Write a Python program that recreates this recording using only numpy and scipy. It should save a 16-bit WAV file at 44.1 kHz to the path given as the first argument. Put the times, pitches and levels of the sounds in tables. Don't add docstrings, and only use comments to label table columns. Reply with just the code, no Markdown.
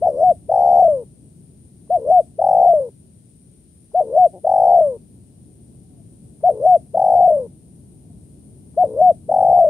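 import sys
import numpy as np
from scipy import signal
from scipy.fft import rfft, irfft
from scipy.io import wavfile
from scipy.ndimage import uniform_filter1d

SR = 44100
rng = np.random.default_rng(int(sys.argv[2]) if len(sys.argv) > 2 else 0)


def transcribe(signal):
    frames = np.atleast_2d(signal).T
    limited = np.clip(frames, -1, 1)
    pcm = np.round(limited * 32767).astype(np.int16)
    wavfile.write(sys.argv[1], SR, pcm)


def ratio_of_db(decibels):
    return 10 ** (np.asarray(decibels, float) / 20)


N = 427329

# start in seconds, faltering in seconds,
# level of the hoot in dB, level of the murmur after it in dB.
FIRSTS = [
    (.003, .081, -1, 6),
    (1.886, 1.958, -1.5, 1),
    (3.928, 4.005, -0.5, 0),
    (6.42, 6.492, 2, -1),
    (8.757, 8.833, 1, -0.5),
]
# start in seconds, start of the slide in seconds, level in dB, air at the bill in dB.
ROLLS = [
    (0.477, 0.868, 0.5, 4),
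    (2.373, 2.726, 0.35, -1),
    (4.429, 4.803, 0.42, 1.5),
    (6.928, 7.302, 0.13, 1.5),
    (9.275, 9.642, 0.3, -.5),
]


def dove():
    pitch_hz, gain = pitch_and_gain(coos())
    rows = breaks()
    shut = valve(rows, spread=1.6, taper=.65)
    rolling = uniform_filter1d(shut, round(.035 * SR))
    leak = ratio_of_db(48 * np.log2(750 / pitch_hz) ** 2)
    flutter_hz = 97.7 * (1 + 0.074 * drift(5.2))
    quiver = 0.009 * leak * np.sin(2 * np.pi * np.cumsum(flutter_hz) / SR)

    tension = membrane_tension(gain, rows, rolling, quiver)
    phase = 2 * np.pi * np.cumsum(pitch_hz * tension) / SR
    flow = air_flow(gain, shut, quiver)

    coo = crop(pitch_hz, flow, phase)
    coo += overtones(gain, flow, leak, phase)
    coo += bill(flow, phase)
    coo += air_noise(gain, flow, rolling)
    return coo, gain


def coos():
    # seconds after its start, pitch in Hz, level in dB.
    first_hoot = [
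        (.004, 539.4, -49),
        (.021, 645, -13.5),
        (.034, 717, -15),
        (.052, 733, -12.5),
        (.073, 706, -10.5),
        (.083, 631, -13.5),
        (.112, 473, -32.5),
    ]
    # seconds from full voice, pitch in Hz, level in dB.
    second_hoot = [
        (-.072, 453.3, -29.5),
        (0, 680.3, -8.5),
        (.011, 737, -11),
        (.033, 738, -10),
        (.073, 710.1, -8),
        (.088, 650, -9),
        (.096, 566, -17),
        (.11, 550.5, -37.5),
    ]
    # seconds after its start, pitch in Hz, level in dB.
    roll_shape = [
        (.004, 546, -48),
        (.02, 625, -14.5),
        (.05, 747.1, -15),
        (.32, 728, -10),
        (.365, 657, -11),
        (.44, 557, -18.5),
        (.5, 482, -29.5),
        (.53, 442, -38),
        (.548, 445, -61),
    ]
    # full voice in seconds, stop in seconds, level in dB.
    seconds = [
        (.232, 0.313, -1.5),
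        (2.111, 2.198, -.5),
        (4.176, 4.26, -0.12),
        (6.662, 6.758, -0.19),
        (9.016, 9.105, 0),
    ]
    falter_s, stop_s, knee_s = .073, .088, .365
    top_s = roll_shape[2][0]
    tables = []
    for first_row, second_row, roll_row in zip(FIRSTS, seconds, ROLLS):
        start, falter, first_db, murmur_db = first_row
        full, stop, second_db = second_row
        roll, knee, roll_db, _ = roll_row
        first = stretched(first_hoot, [0, falter_s], [start, falter], first_db)
        second = stretched(second_hoot, [0, stop_s], [full, stop], second_db)
        murmur = np.array([first[-1], second[0]])
        murmur = murmur + [0, 9 * murmur_db, murmur_db]
        tables.append(np.vstack([first[:-1], murmur, second[1:]]))
        tables.append(stretched(roll_shape, [top_s, knee_s], [roll + top_s, knee], roll_db))
    return tables


def stretched(shape, marks, times, db):
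    s, hz, level_db = np.transpose(shape)
    moved_s = s + np.interp(s, marks, np.subtract(times, marks))
    return np.transpose([moved_s, hz, level_db + db])


def breaks():
    # first in seconds, last in seconds, first gap in ms, last gap in ms, depth 0-1.
    rattles = [(0.0657, 0.227, 15.5, 11.4, .86), (0.5099, 0.603, 22.4, 14.2, .9),
               (.616, 0.78, 13.8, 13.7, .72), (1.98, 2.1097, 15.8, 12.6, .66),
               (2.409, 2.6112, 26, 15.2, .82), (4.0344, 4.172, 15.3, 12.3, .68),
               (4.4618, 4.665, 24.3, 16.5, 0.8), (4.6768, 4.741, 13.2, 13.1, .75),
               (6.518, 6.659, 16, 11.8, 0.7), (6.965, 7.1486, 24.3, 16.4, 0.8),
               (8.8677, 9.0107, 15.5, 11.9, 0.7), (9.308, 9.5246, 25, 14.4, 0.8)]
    # time in seconds, depth 0-1.
    stumbles = [(.7923, 0.8), (.822, .8), (.8478, .38), (.8793, .7), (2.6257, .86), (2.6441, .7),
                (2.6569, 0.9), (2.7334, .85), (2.801, .4), (4.0058, .9), (4.018, .5), (4.77, .55),
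                (4.7848, .6), (4.8066, .65), (6.4908, .7), (6.5035, .9), (7.1883, .68), (7.2032, .9),
                (7.2759, .72), (7.3033, 0.7), (7.318, .58), (7.3684, .33), (7.394, .4), (8.8368, 0.9),
                (8.8501, .7), (9.5723, .7), (9.5845, .76), (9.642, 0.7)]
    ripples = [.053, 2.667, 2.69, 4.757, 7.163, 7.176, 7.222, 7.241, 9.543, 9.558, 9.607, 9.622, 9.667]
    rows = [(s, 3.6, depth) for s, depth in stumbles]
    rows += [(s, 6.0, .24) for s in ripples]
    for first, last, first_ms, last_ms, depth in rattles:
        count = round(2000 * (last - first) / (first_ms + last_ms))
        gaps = np.linspace(first_ms, last_ms, count)
        times = first + (last - first) * np.append(0, np.cumsum(gaps)) / gaps.sum()
        times[1:-1] += .0008 * rng.standard_normal(len(times) - 2)
        gaps = np.append(gaps, last_ms)
        depths = depth + 0.019 * (gaps - gaps.mean())
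        depths += .1 * (1 - depth) / .3 * rng.standard_normal(len(gaps))
        widths_ms = 4.3 + .55 * (gaps - 14)
        rows += zip(times, widths_ms, np.clip(depths, .1, 1))
    return rows


def valve(rows, spread, taper):
    shut = np.zeros(N)
    for s, width_ms, depth in rows:
        dip = depth * signal.windows.tukey(round(width_ms * spread * SR / 1000), min(taper, 1))
        at = round(s * SR) - len(dip) // 2
        shut[at:at + len(dip)] += dip
    return np.clip(shut, 0, 1)


def membrane_tension(gain, rows, rolling, quiver):
    full_slack_ms, recover_s = 5.0, 0.0014
    slack_rows = [(s, ms, depth * min(ms / full_slack_ms, 1)) for s, ms, depth in rows]
    slack = lag(valve(slack_rows, spread=2.6, taper=0.99), recover_s)
    slack = .75 * np.tanh(slack / .6)
    slope_db = np.abs(np.gradient(20 * np.log10(gain + 1e-4))) * SR
    faint = rounded(np.clip(slope_db / 1300 - .5, 0, 1) * np.exp(-gain / .07))
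    return 1 - 0.34 * (slack - .6 * rolling) - 0.33 * faint + 0.49 * quiver + 0.0035 * drift(81)


def air_flow(gain, shut, quiver):
    surge = 0.85 * np.maximum(lag(shut, 0.010) - shut, 0)
    opening = 1 - 1.3 * shut ** 1.3
    return gain * rounded(opening * (1 + surge)) * (1 + quiver)


def crop(pitch_hz, flow, phase):
    crop_hz, width_hz, share = 610, 170, 0.93
    detuning = (pitch_hz ** 2 - crop_hz ** 2) / (pitch_hz * width_hz)
    steady_gain = np.abs(1 + share / (1 + 1j * detuning))
    direct = np.sqrt(2) * flow / steady_gain * np.sin(phase)
    return direct + share * resonate(direct, crop_hz, width_hz)


def overtones(gain, flow, leak, phase):
    # multiple of the pitch, level in dB.
    half_tones = [
        (.5, -52),
        (1.5, -56),
        (2, -49),
    ]
    # multiple of the pitch, level in dB.
    leaks = [
        (3, -77),
        (4, -79),
    ]
    uneven = sum(ratio_of_db(db + 1.2 * drift(12)) * np.sin(k * phase) for k, db in half_tones)
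    high = sum(ratio_of_db(db + 2.1 * drift(30)) * np.sin(k * phase) for k, db in leaks)
    return flow * leak * uneven + flow * (gain / .33) ** 2 * high


def bill(flow, phase):
    ringing = resonate(flow * np.sin(8 * phase), 5930, 200, times=2)
    return ratio_of_db(-57 + 3.5 * drift(40)) * ringing


def air_noise(gain, flow, rolling):
    # resonance in Hz, width in Hz, level in dB.
    nostril = [
        (5450, 1100, 5.5),
        (4900, 540, -2),
    ]
    white = rng.standard_normal(N)
    breath = rms_one(resonate(white, 860, 230, times=2)) * np.sqrt(gain)
    hiss = rms_one(sum(ratio_of_db(db) * resonate(white, hz, width, times=2) for hz, width, db in nostril))
    hiss = hiss * ratio_of_db(in_time([(knee, air_db) for _, knee, _, air_db in ROLLS])[0])
    strength = (.6 * gain + .4 * flow) * (.1 + 2.5 * lag(rolling, .02))
    return ratio_of_db(-47.5) * breath + ratio_of_db(-53.5) * strength * hiss


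def gulps():
    t = np.arange(N) / SR
    lead_s, length_s = .007, .005
    shape = sum(ratio_of_db(2 * db) * np.exp(-.5 * ((t - s + lead_s) / length_s) ** 2) for s, _, db, _ in FIRSTS)
    noise = resonate(rng.standard_normal(N), 720, 300, times=2)
    return ratio_of_db(-59) * shape * rms_one(noise)


def croak():
    # time in seconds, pulse rate in Hz, level in dB.
    swallow = [
        (4.322, 197.2, -66.5),
        (4.34, 190.3, -38.5),
        (4.365, 175.5, -39.5),
        (4.385, 165, -44),
        (4.405, 143.4, -64.5),
    ]
    rate_hz, gain = pitch_and_gain([swallow])
    cycles = np.cumsum(rate_hz * (1 + .06 * drift(60))) / SR
    pulses = np.diff(np.floor(cycles), prepend=0)
    ringing = resonate(pulses, 570, 200) + 0.94 * resonate(pulses, 350, 300)
    lowpass = signal.butter(12, 800, fs=SR, output="sos")
    return gain * rms_one(signal.sosfilt(lowpass, ringing))


def echoes(x):
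    # delay in seconds, left level in dB, right level in dB.
    slap_s, left_db, right_db = (.037, -29.5, -33.5)
    scrub_t60_s = .3
    t = np.arange(SR // 3) / SR
    scatter = rng.standard_normal((2, len(t))) * ratio_of_db(-60 * t / scrub_t60_s) * (t > .008)
    response = ratio_of_db(-36) * scatter / np.sqrt(np.sum(scatter ** 2, axis=1, keepdims=True))
    response[:, round(slap_s * SR)] += ratio_of_db([left_db, right_db])
    return signal.fftconvolve(x[None], response, axes=1)[:, :N]


def far_dove():
    # time in seconds, pitch in Hz, level in dB.
    far_notes = [
        [(5.44, 700, -83), (5.5, 720, -73), (5.62, 735, -76), (5.68, 700, -83)],
        [(5.78, 743, -82), (5.86, 760, -69), (5.97, 700, -68), (6.06, 583, -69)],
        [(7.6, 686, -87), (7.68, 720, -75), (7.78, 750, -72), (7.82, 734, -91)],
        [(7.92, 744, -71), (7.98, 770, -70), (8.04, 757, -76), (8.1, 705, -59.5), (8.16, 642, -85)],
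    ]
    pitch_hz, gain = pitch_and_gain(far_notes)
    level = gain * ratio_of_db(6.1 * drift(17))
    return level * np.sin(2 * np.pi * np.cumsum(pitch_hz * (1 + 0.0122 * drift(29))) / SR)


def cicadas(hz, width_hz, beat_hz, depth, right_db):
    throb = 1 + depth * np.sin(2 * np.pi * np.cumsum(beat_hz * (1 + 0.037 * drift(2.8))) / SR)
    chorus = resonate(rng.standard_normal((2, N)) * throb, hz, width_hz, times=3)
    return rms_one(chorus) * ratio_of_db(.8 * drift(9)) * ratio_of_db([[4.5], [right_db]])


def choruses():
    t = np.arange(N) / SR
    high_db = -80 + 7.5 / (1 + np.exp((6.3 - t) / .2))
    first_s, every_s, length_s = .26, .993, .25
    calling = np.abs((t - first_s + every_s / 2) % every_s - every_s / 2) < length_s / 2
    low_db = -76.5 - 14 * (1 - lag(calling * 1., .015))
    steady = ratio_of_db(-60.5 + 0.29 * drift(.8)) * cicadas(9160, 1400, 132, depth=0.22, right_db=-5.0)
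    high = ratio_of_db(high_db) * cicadas(11000, 520, 250, depth=.3, right_db=-4.5)
    low = ratio_of_db(low_db) * cicadas(7880, 450, 95, depth=.4, right_db=-4)
    return steady + high + low


def traffic():
    # frequency in Hz, density in dB.
    rumble = [(15, -64.5), (25, -36.5), (53, -4), (151, -1.5), (206, -4.5), (285, -10), (422, -17.5),
              (501, -25), (585, -24.5), (1500, -53), (1950, -82), (3300, -120)]
    level = ratio_of_db(-45 + 0.76 * drift(13.0) + 1.9 * drift(0.28))
    return level * wide_noise(rumble) * ratio_of_db([[1.2], [-1.1]])


def open_air():
    # frequency in Hz, density in dB.
    air_colour = [(900, -7), (1400, -2.5), (4000, 0.5), (7000, 0.5), (10200, 3), (11400, 1.5), (11800, -6),
                  (13900, -5.5), (15600, -9)]
    return ratio_of_db(-67) * wide_noise(air_colour) * ratio_of_db([[.8], [-.8]])


def whines():
    # frequency in Hz, left level in dB, right level in dB.
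    lines = [
        (13848, -80, -95),
        (10386, -87, -95),
    ]
    t = np.arange(N) / SR
    total = np.zeros((2, N))
    for hz, left_db, right_db in lines:
        total += ratio_of_db([[left_db], [right_db]]) * ratio_of_db(2.5 * drift(12)) * np.sin(2 * np.pi * hz * t)
    return total


def background_lift(effort):
    lift_db = 4 * np.tanh(lag(effort, 0.036) / 0.12)
    duck_db = 1 * np.tanh(lag(effort, 0.53) / .05)
    return ratio_of_db(lift_db - duck_db)


def wide_noise(spectrum):
    # frequency in Hz, likeness 0-1.
    likeness = [(30, 0.08), (65, 0.78), (110, 1), (300, 0.7), (1200, 0), (2500, 0), (5000, 0.02), (9000, 0)]
    hz = np.arange(1, N // 2 + 2) * SR / N
    mid, side = rfft(rng.standard_normal((2, N))) * ratio_of_db(at_hz(spectrum, hz))
    alike = np.clip(at_hz(likeness, hz), 0, 1)
    return rms_one(irfft(np.sqrt(1 + alike) * mid + np.sqrt(1 - alike) * side * [[1], [-1]], N))


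def at_hz(points, hz):
    point_hz, value = np.transpose(points)
    return np.interp(np.log(hz), np.log(point_hz), value)


def in_time(rows, silent=None):
    s, *columns = np.transpose(rows)
    return [np.interp(np.arange(N) / SR, s, c, silent, silent) for c in columns]


def pitch_and_gain(tables):
    pitch_hz = in_time(np.vstack(tables))[0]
    gain = sum(ratio_of_db(in_time(table, -200)[1]) for table in tables)
    return rounded(pitch_hz), rounded(gain)


def rounded(x):
    return uniform_filter1d(uniform_filter1d(x, size=130), size=130)


def rms_one(x):
    return x / np.sqrt(np.mean(x ** 2) + 1e-20)


def lag(x, seconds):
    r = np.exp(-1 / (seconds * SR))
    return signal.lfilter([1 - r], [1, -r], x)


def drift(rate):
    seconds = 1 / (2 * np.pi * rate)
    return rms_one(lag(lag(rng.standard_normal(N + SR), seconds), seconds)[SR:])


def resonate(x, hz, width_hz, times=1):
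    r = np.exp(-np.pi * width_hz / SR)
    zeros = np.array([1, 0, -1]) * (1 - r * r) / 2
    poles = [1, -2 * r * np.cos(2 * np.pi * hz / SR), r * r]
    for _ in range(times):
        x = signal.lfilter(zeros, poles, x)
    return x


def scene():
    coo, effort = dove()
    bird = coo + croak() + gulps()
    near = np.array([bird, np.roll(bird, -1)]) * ratio_of_db([[1.6], [-1.9]])
    returned = echoes(resonate(bird, 770, 220))
    field = traffic() + open_air() + choruses() + whines()
    return near + returned + background_lift(effort) * (field + far_dove())


def low_pass(x):
    return signal.sosfilt(signal.butter(12, 15730, fs=SR, output="sos"), x)


def record(dry):
    bass_cut = signal.butter(2, 58, "high", fs=SR, output="sos")
    top_cut = signal.cheby2(20, 50, 16000, fs=SR, output="sos")
    mix = signal.sosfilt(top_cut, signal.sosfilt(bass_cut, dry))
    return low_pass(mix)


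dry = scene()
out = record(dry)
transcribe(out)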